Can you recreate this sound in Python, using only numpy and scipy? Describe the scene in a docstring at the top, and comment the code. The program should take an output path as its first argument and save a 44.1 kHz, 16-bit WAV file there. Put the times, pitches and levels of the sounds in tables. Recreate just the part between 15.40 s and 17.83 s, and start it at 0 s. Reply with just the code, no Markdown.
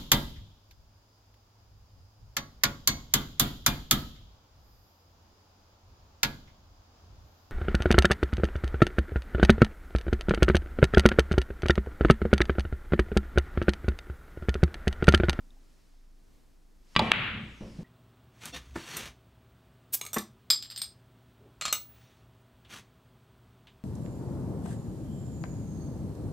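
"""A faint hum fills a quiet hall, and a snooker cue hisses softly over the player's hand.
Heard from just behind, the cue cracks against the white ball and its wooden shaft rings.
The white knocks down on the table, skids on the cloth and clicks against a red.
The hall answers with a long bright echo while the balls rumble over the slate
and, after a soft falling swish begins, thud into the rubber cushions."""
import sys
import numpy as np
from scipy import signal
from scipy.fft import rfft, irfft
from scipy.io import wavfile

SR = 44100
rng = np.random.default_rng(int(sys.argv[2]) if len(sys.argv) > 2 else 0)


def dump_mix(stems):
    """Bounce the given channels to the path in sys.argv[1] as a 16-bit WAV at rate SR."""
    frames = np.atleast_2d(stems).T  # one column per channel
    limited = np.clip(frames, -1, 1)  # hard clip at full scale
    pcm = np.round(limited * 32767).astype(np.int16)
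    wavfile.write(sys.argv[1], SR, pcm)


N = 107295
T = np.arange(N) / SR
HZ = np.maximum(np.fft.rfftfreq(2 * N, 1 / SR), 1)

# Stereo width of the air and hiss (higher is wider): pitch_hz, side_db
AIR_WIDTH = [(60, -9.5), (250, 1), (700, -7), (2400, -5), (15000, -24.5)]
# Three blows, as the tip strikes and the white lands and settles:
# start_s, crack_db, shaft_db, knock_db, boom_db, brightness_db, thump_db, thump_hz, thump_fade_s
CUE_BLOWS = [(1.5630, -5, -16, -33.5, -42.5, -6, -18, 171, 0.07),
             (1.5930, -11.5, -26.5, -16.5, -40.5, 4, -24, 183, 0.099),
             (1.6215, -40, -42, -30.5, -45.5, -5, -27, 220, 0.27)]
# The deep notes of the table's boom: pitch_hz, level_db, fade_s
TABLE_NOTES = [(59.1, 2.5, 0.8), (97.6, -2, 1), (132.6, -15, 0.66), (182.2, -2, 1), (217.2, 5.5, 1),
               (329, 5.5, 0.1), (498, -4.5, 0.18), (643, -7.5, 0.14)]
# Stereo width of sound in the hall: pitch_hz, side_db
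HALL_WIDTH = [(60, -32), (200, -29), (400, -15), (700, -17), (1300, -8.5), (2400, -4), (15000, -5.5)]


def amp(db):
    """Turn decibels into a number to multiply by."""
    return 10 ** (np.asarray(db) / 20)


def unit(x):
    """Scale a sound to an average (rms) strength of 1."""
    return x / np.sqrt(np.mean(x ** 2) + 1e-30)


def at_hz(tone):
    """Join (pitch_hz, level_db) points into a smooth curve over all pitches."""
    hz, db = np.transpose(tone)
    return np.interp(np.log(HZ), np.log(hz), db)


def level(points):
    """Join (time_s, level_db) points into a volume curve."""
    return amp(np.interp(T, *np.transpose(points)))


def delay(x, s):
    """Start a sound s seconds later."""
    return np.concatenate([np.zeros(max(round(s * SR), 0)), x])[:N]


def through(x, response):
    """Play a sound through something, given how that thing answers a single tap."""
    return signal.fftconvolve(np.atleast_2d(x), np.atleast_2d(response), axes=-1)[:, :N]


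def noise(tone, width):
    """Stereo noise: a middle part both ears share, plus a side part that sets them apart."""
    white = rfft(rng.standard_normal((2, 2 * N)))
    mid, side = irfft(white * amp([at_hz(tone), at_hz(tone) + at_hz(width)]))[:, :N]
    return unit(np.array([mid + side, mid - side]))


def shortest_tap(tone):
    """The briefest tap that has the given tone (a minimum-phase response)."""
    cepstrum = irfft(np.log(amp(at_hz(tone))))
    cepstrum[1:N] *= 2  # fold what would come before the tap to after it
    cepstrum[N + 1:] = 0
    return irfft(np.exp(rfft(cepstrum)))[:N]


def pulse(tone):
    """One brief tap with a peak of 1."""
    tap = shortest_tap(tone)
    return tap / np.abs(tap).max()


def dying(fade_s):
    """A fade that drops 60 dB in fade_s seconds."""
    return amp(-np.minimum(60 * T / max(fade_s, 1e-4), 400))


def ring(hz, fade_s):
    """One struck note dying away."""
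    return np.sin(2 * np.pi * hz * T) * dying(fade_s)


def body(notes):
    """All the notes of a struck object at once, every second one flipped upside down."""
    return sum((-1) ** k * amp(db) * ring(hz, fade_s) for k, (hz, db, fade_s) in enumerate(notes))


def room_hum():
    """The building gives a deep wavering hum, and the room's air swells softly."""
    # Loudness of the hum: time_s, level_db
    hum_levels = [(0, -51.5), (.17, -51.5), (.42, -63.5), (.56, -53), (.75, -53), (.97, -61), (1.25, -57),
                  (2.43, -62)]
    # Tone of the air: pitch_hz, level_db
    air_tone = [(25, -1), (55, 7), (85, -7), (130, -6.5), (200, -5), (290, -5.5), (400, -13), (600, -16.5),
                (3000, -26.5), (5400, -25), (15000, -34)]
    # Rise and fall of the air: time_s, boost_db
    air_swell = [(0, 5.5), (.35, 3.5), (.68, 0.5), (.95, 5.5), (1.2, 2), (1.5, 3), (2.43, 1.5)]
    hum_hz, air_db = 25.7, -66.5
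    hum = np.sqrt(2) * level(hum_levels) * np.sin(2 * np.pi * hum_hz * T)
    return hum + amp(air_db) * level(air_swell) * noise(air_tone, AIR_WIDTH)


def cue_slide():
    """The cue hisses as it slides over the hand."""
    # Tone of the hiss: pitch_hz, level_db
    hiss_tone = [(1500, -3), (3800, -4), (5200, -1.5), (8200, -9), (10000, -13.5), (15000, -26)]
    # Loudness of the hiss: time_s, level_db
    hiss_levels = [(0, -90), (.25, -74), (.42, -73), (.7, -80), (.93, -84.5), (1.2, -105), (1.52, -66),
                   (1.6, -59.5), (1.64, -54), (1.7, -61), (1.92, -77), (2.1, -68.5), (2.27, -63.5),
                   (2.43, -63.5)]
    return level(hiss_levels) * noise(hiss_tone, AIR_WIDTH)


def aiming_ticks():
    """A few tiny ticks, each with a softened start, sound while the player aims."""
    # One row a tick: start_s, level_db, pitch_hz, fade_s
    ticks = [(.1055, -46.5, 3670, 0.011), (.169, -55.5, 810, .025), (.541, -56, 760, 0.013)]
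    return sum(amp(db) * delay(ring(hz, fade_s) * (1 - dying(fade_s / 2)), start_s)
               for start_s, db, hz, fade_s in ticks)


def cue_stroke():
    """Each blow is a thump and a rattling crack that set the shaft and the table ringing."""
    # Tone of the crack: pitch_hz, level_db
    crack_tone = [(60, -26), (170, 0.5), (370, 6.5), (600, -5.5), (950, -4.5), (1200, 5), (1700, -8.5),
                  (2400, 2.5), (3600, 0), (4800, -10), (5700, -20.5), (8500, -23), (12000, -40.5),
                  (16000, -43)]
    # Ring of the cue's shaft: pitch_hz, level_db, fade_s
    shaft_notes = [(1155, -5.5, 0.096), (1575, -6, 0.044), (1980, -10, 0.07), (2354, 0.5, 0.057),
                   (2897, -5, 0.048), (3416, 0, 0.047), (3883, -4, 0.04), (4610, -1, 0.029),
                   (4980, -7, 0.033), (6494, -20, 0.025), (6840, -18, 0.019), (8660, -26, 0.018)]
    # Knock of the ball on the table top: pitch_hz, level_db, fade_s
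    knock_notes = [(500, -13.5, 0.03), (600, -2, 0.029), (758, -6.5, 0.064), (865.6, -0.5, 0.086),
                   (983, -5, 0.041), (1174, -18, 0.18)]
    rattle_db, rattle_fade_s = 3.5, 0.023
    bright_from_hz, bright_full_hz = 1770, 6750
    tick_s, tick_db, left_lag_s = 1.5523, -24.5, 0.000023
    crack, shaft, knock, boom = pulse(crack_tone), body(shaft_notes), body(knock_notes), body(TABLE_NOTES)
    out = 0
    for k, row in enumerate(CUE_BLOWS):
        start_s, crack_db, shaft_db, knock_db, boom_db, bright_db, thump_db, thump_hz, thump_fade_s = row
        grains = unit(rng.standard_normal(N) * dying(rattle_fade_s)) / np.sqrt(N)
        rattle = amp(rattle_db) * through(crack, grains)[0]
        clack = amp(crack_db) * (crack + rattle) + amp(shaft_db) * shaft
        clack = through(clack, shortest_tap([(bright_from_hz, 0), (bright_full_hz, bright_db)]))[0]
        thump = amp(thump_db) * ring(thump_hz, thump_fade_s)
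        blow = clack + amp(knock_db) * knock + amp(boom_db) * boom + thump
        out = out + np.array([delay(blow, start_s + left_lag_s * (k == 0)), delay(blow, start_s)])
        if k == 0:  # a faint tick comes just ahead of the stroke
            out = out + amp(tick_db) * delay(clack, tick_s)
    return out


def rolling():
    """Once struck, the balls rumble over the cloth and keep the table's notes ringing."""
    # Loudness of the rolling: time_s, level_db
    roll_levels = [(1.565, -32.5), (1.64, -41.5), (1.71, -45), (1.8, -37.5), (1.89, -42), (1.95, -37.5),
                   (2.02, -41.5), (2.06, -44), (2.11, -47), (2.18, -53.5), (2.43, -52.5)]
    # Tone of the rumble: pitch_hz, level_db
    roll_tone = [(20, -29), (55, 3.5), (120, 3), (230, -2), (300, -9.5), (600, -19.5), (1000, -21.5),
                 (2500, -53), (8000, -70)]
    start_s, rise_s, ringing_db = CUE_BLOWS[0][0], 0.005, -5.5
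    rumble = noise(roll_tone, HALL_WIDTH)
    ringing = amp(ringing_db) * unit(through(rumble, body(TABLE_NOTES)))
    moving = np.clip((T - start_s) / rise_s, 0, 1)
    return moving * level(roll_levels) * unit(rumble + ringing)


def hall_echo(sound):
    """The hall returns a few quick echoes and a wash of sound that sags slowly, then dies away."""
    # Tone of the hall: pitch_hz, level_db
    hall_tone = [(60, -14.5), (140, -0.5), (230, 0.5), (400, -5), (900, -8.5), (1400, 0), (2500, 0),
                 (3800, -6.5), (4700, -14), (5600, -21), (9000, -25), (15000, -10)]
    # How long each band of pitches takes to die: pitch_hz, fade_s
    band_fades = [(100, 0.19), (500, 0.15), (1200, 0.7), (3000, 0.76), (6000, 1), (14000, 0.32)]
    # Echoes off nearby surfaces: delay_s, level_db
    echoes = [(0.0206, -16.5), (0.0234, -18), (.041, -36)]
    hall_db, left_lead_db = -2, 1.5
    gap_s, hold_s, sag_db_per_s = 0.014, 0.17, 23
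    white = rfft(noise([(20, 0), (20000, 0)], HALL_WIDTH), 2 * N)
    centres_hz, fades_s = np.transpose(band_fades)
    tail = 0
    for share, fade_s in zip(np.eye(len(centres_hz)), fades_s):
        band = irfft(white * np.interp(np.log(HZ), np.log(centres_hz), share))[:, :N]
        tail = tail + band * amp(-60 * np.maximum(T - hold_s, 0) / fade_s)
    sag = amp(-sag_db_per_s * np.minimum(T, hold_s))
    tail = unit(tail * sag * (T > gap_s)) / np.sqrt(N)
    for delay_s, db in echoes:
        tail[:, int(delay_s * SR)] += amp(db)
    tail = irfft(rfft(tail, 2 * N) * amp(at_hz(hall_tone)))[:, :N]
    return amp(hall_db + left_lead_db * np.array([[.5], [-.5]])) * through(sound, tail)


def skid():
    """The white slides on the cloth after it lands, fading as it starts to roll."""
    # Tone of the rubbing cloth: pitch_hz, level_db
    skid_tone = [(100, -15), (250, 1.5), (450, -1), (700, -1), (1150, -2.5), (1600, -26), (8000, -65)]
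    start_s, level_db = 1.6, -29
    return amp(level_db) * noise(skid_tone, HALL_WIDTH) * delay(dying(fade_s=0.6), start_s)


def ball_click():
    """Two hard balls meet in one sharp tap that rings very briefly."""
    # Tone of the tap: pitch_hz, level_db
    click_tone = [(60, -26), (300, -12.5), (700, -5.5), (1250, -0.5), (1750, -1.5), (2500, 2), (3400, -2),
                  (4300, -10.5), (5300, -22), (8000, -22.5), (11000, -35.5), (16000, -41)]
    # Ring after the tap: pitch_hz, level_db, fade_s
    click_notes = [(1250, -33, 0.0051), (2510, -23, .012)]
    start_s, level_db = 1.7175, -1.5
    return -amp(level_db) * delay(pulse(click_tone) + body(click_notes), start_s)


def table_reflection(click):
    """The table throws the click back, narrower in tone and a little later on the left."""
    centre_hz, width_hz, boost_db = 2600, 2600, 3.5
    delay_s, left_lag_s = 0.00178, 0.000045
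    band = signal.iirpeak(centre_hz, centre_hz / width_hz, SR)
    bounce = amp(boost_db) * signal.lfilter(*band, click + 1e-18)
    return np.array([delay(bounce, delay_s + left_lag_s), delay(bounce, delay_s)])


def swish():
    """A soft swish, perhaps a sleeve: a narrow band of noise slides down in pitch."""
    # Path of the swish: time_s, pitch_hz, level_db
    glide = [(1.949, 8700, -90), (2.048, 8000, -79), (2.201, 5890, -73), (2.298, 5180, -66.5),
             (2.43, 4510, -80)]
    half_width_hz = 370
    times_s, hz, db = np.transpose(glide)
    flutter = unit(signal.lfilter(*signal.butter(2, half_width_hz, fs=SR), rng.standard_normal((2, N))))
    phase = 2 * np.pi * np.cumsum(np.interp(T, times_s, hz)) / SR
    band = flutter[0] * np.cos(phase) + flutter[1] * np.sin(phase)
    return amp(np.interp(T, times_s, db)) * (T > times_s[0]) * band


def cushion_thuds():
    """A ball hits the rubber, which gives a soft low note and a dull puff and shakes the table."""
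    # One row a thud: start_s, level_db, pitch_hz, puff_db
    thuds = [(2.2075, -31.5, 207, -7), (2.2490, -40.5, 183, -8), (2.3866, -28.5, 173.6, -16.5)]
    # Tone of the puff: pitch_hz, level_db
    puff_tone = [(50, 7), (200, 1), (480, -2.5), (850, -13), (1500, -24), (4000, -31.5), (12000, -77)]
    rise_s, boom_db = 0.0031, -23
    boom = amp(boom_db) * body(TABLE_NOTES)
    soft_start = 1 - np.exp(-T / rise_s)
    out = 0
    for start_s, db, hz, puff_db in thuds:
        puff = noise(puff_tone, HALL_WIDTH)[0] * dying(fade_s=0.34)
        thud = ring(hz, fade_s=0.14) + boom + amp(puff_db) * puff
        out = out + amp(db) * delay(thud * soft_start, start_s)
    return out


def scene():
    """Add up the hits, the hall's answer to them, the movement and the quiet background."""
    cue_to_hall_db, click_to_hall_db = -3, 3.5
    cue, click, thuds = cue_stroke(), ball_click(), cushion_thuds()
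    hits = cue + click + table_reflection(click) + thuds
    echo = hall_echo(amp(cue_to_hall_db) * cue + amp(click_to_hall_db) * click + thuds)
    return hits + echo + skid() + rolling() + swish() + room_hum() + cue_slide() + aiming_ticks()


def record(dry):
    """Round off the loudest peaks and cut the very highest treble."""
    ceiling, stop_hz = 0.84, 16960
    rounded = dry / (1 + (dry / ceiling) ** 6) ** (1 / 6)
    return signal.sosfilt(signal.cheby2(12, 70, stop_hz, fs=SR, output="sos"), rounded)


dry = scene()
out = record(dry)
dump_mix(out)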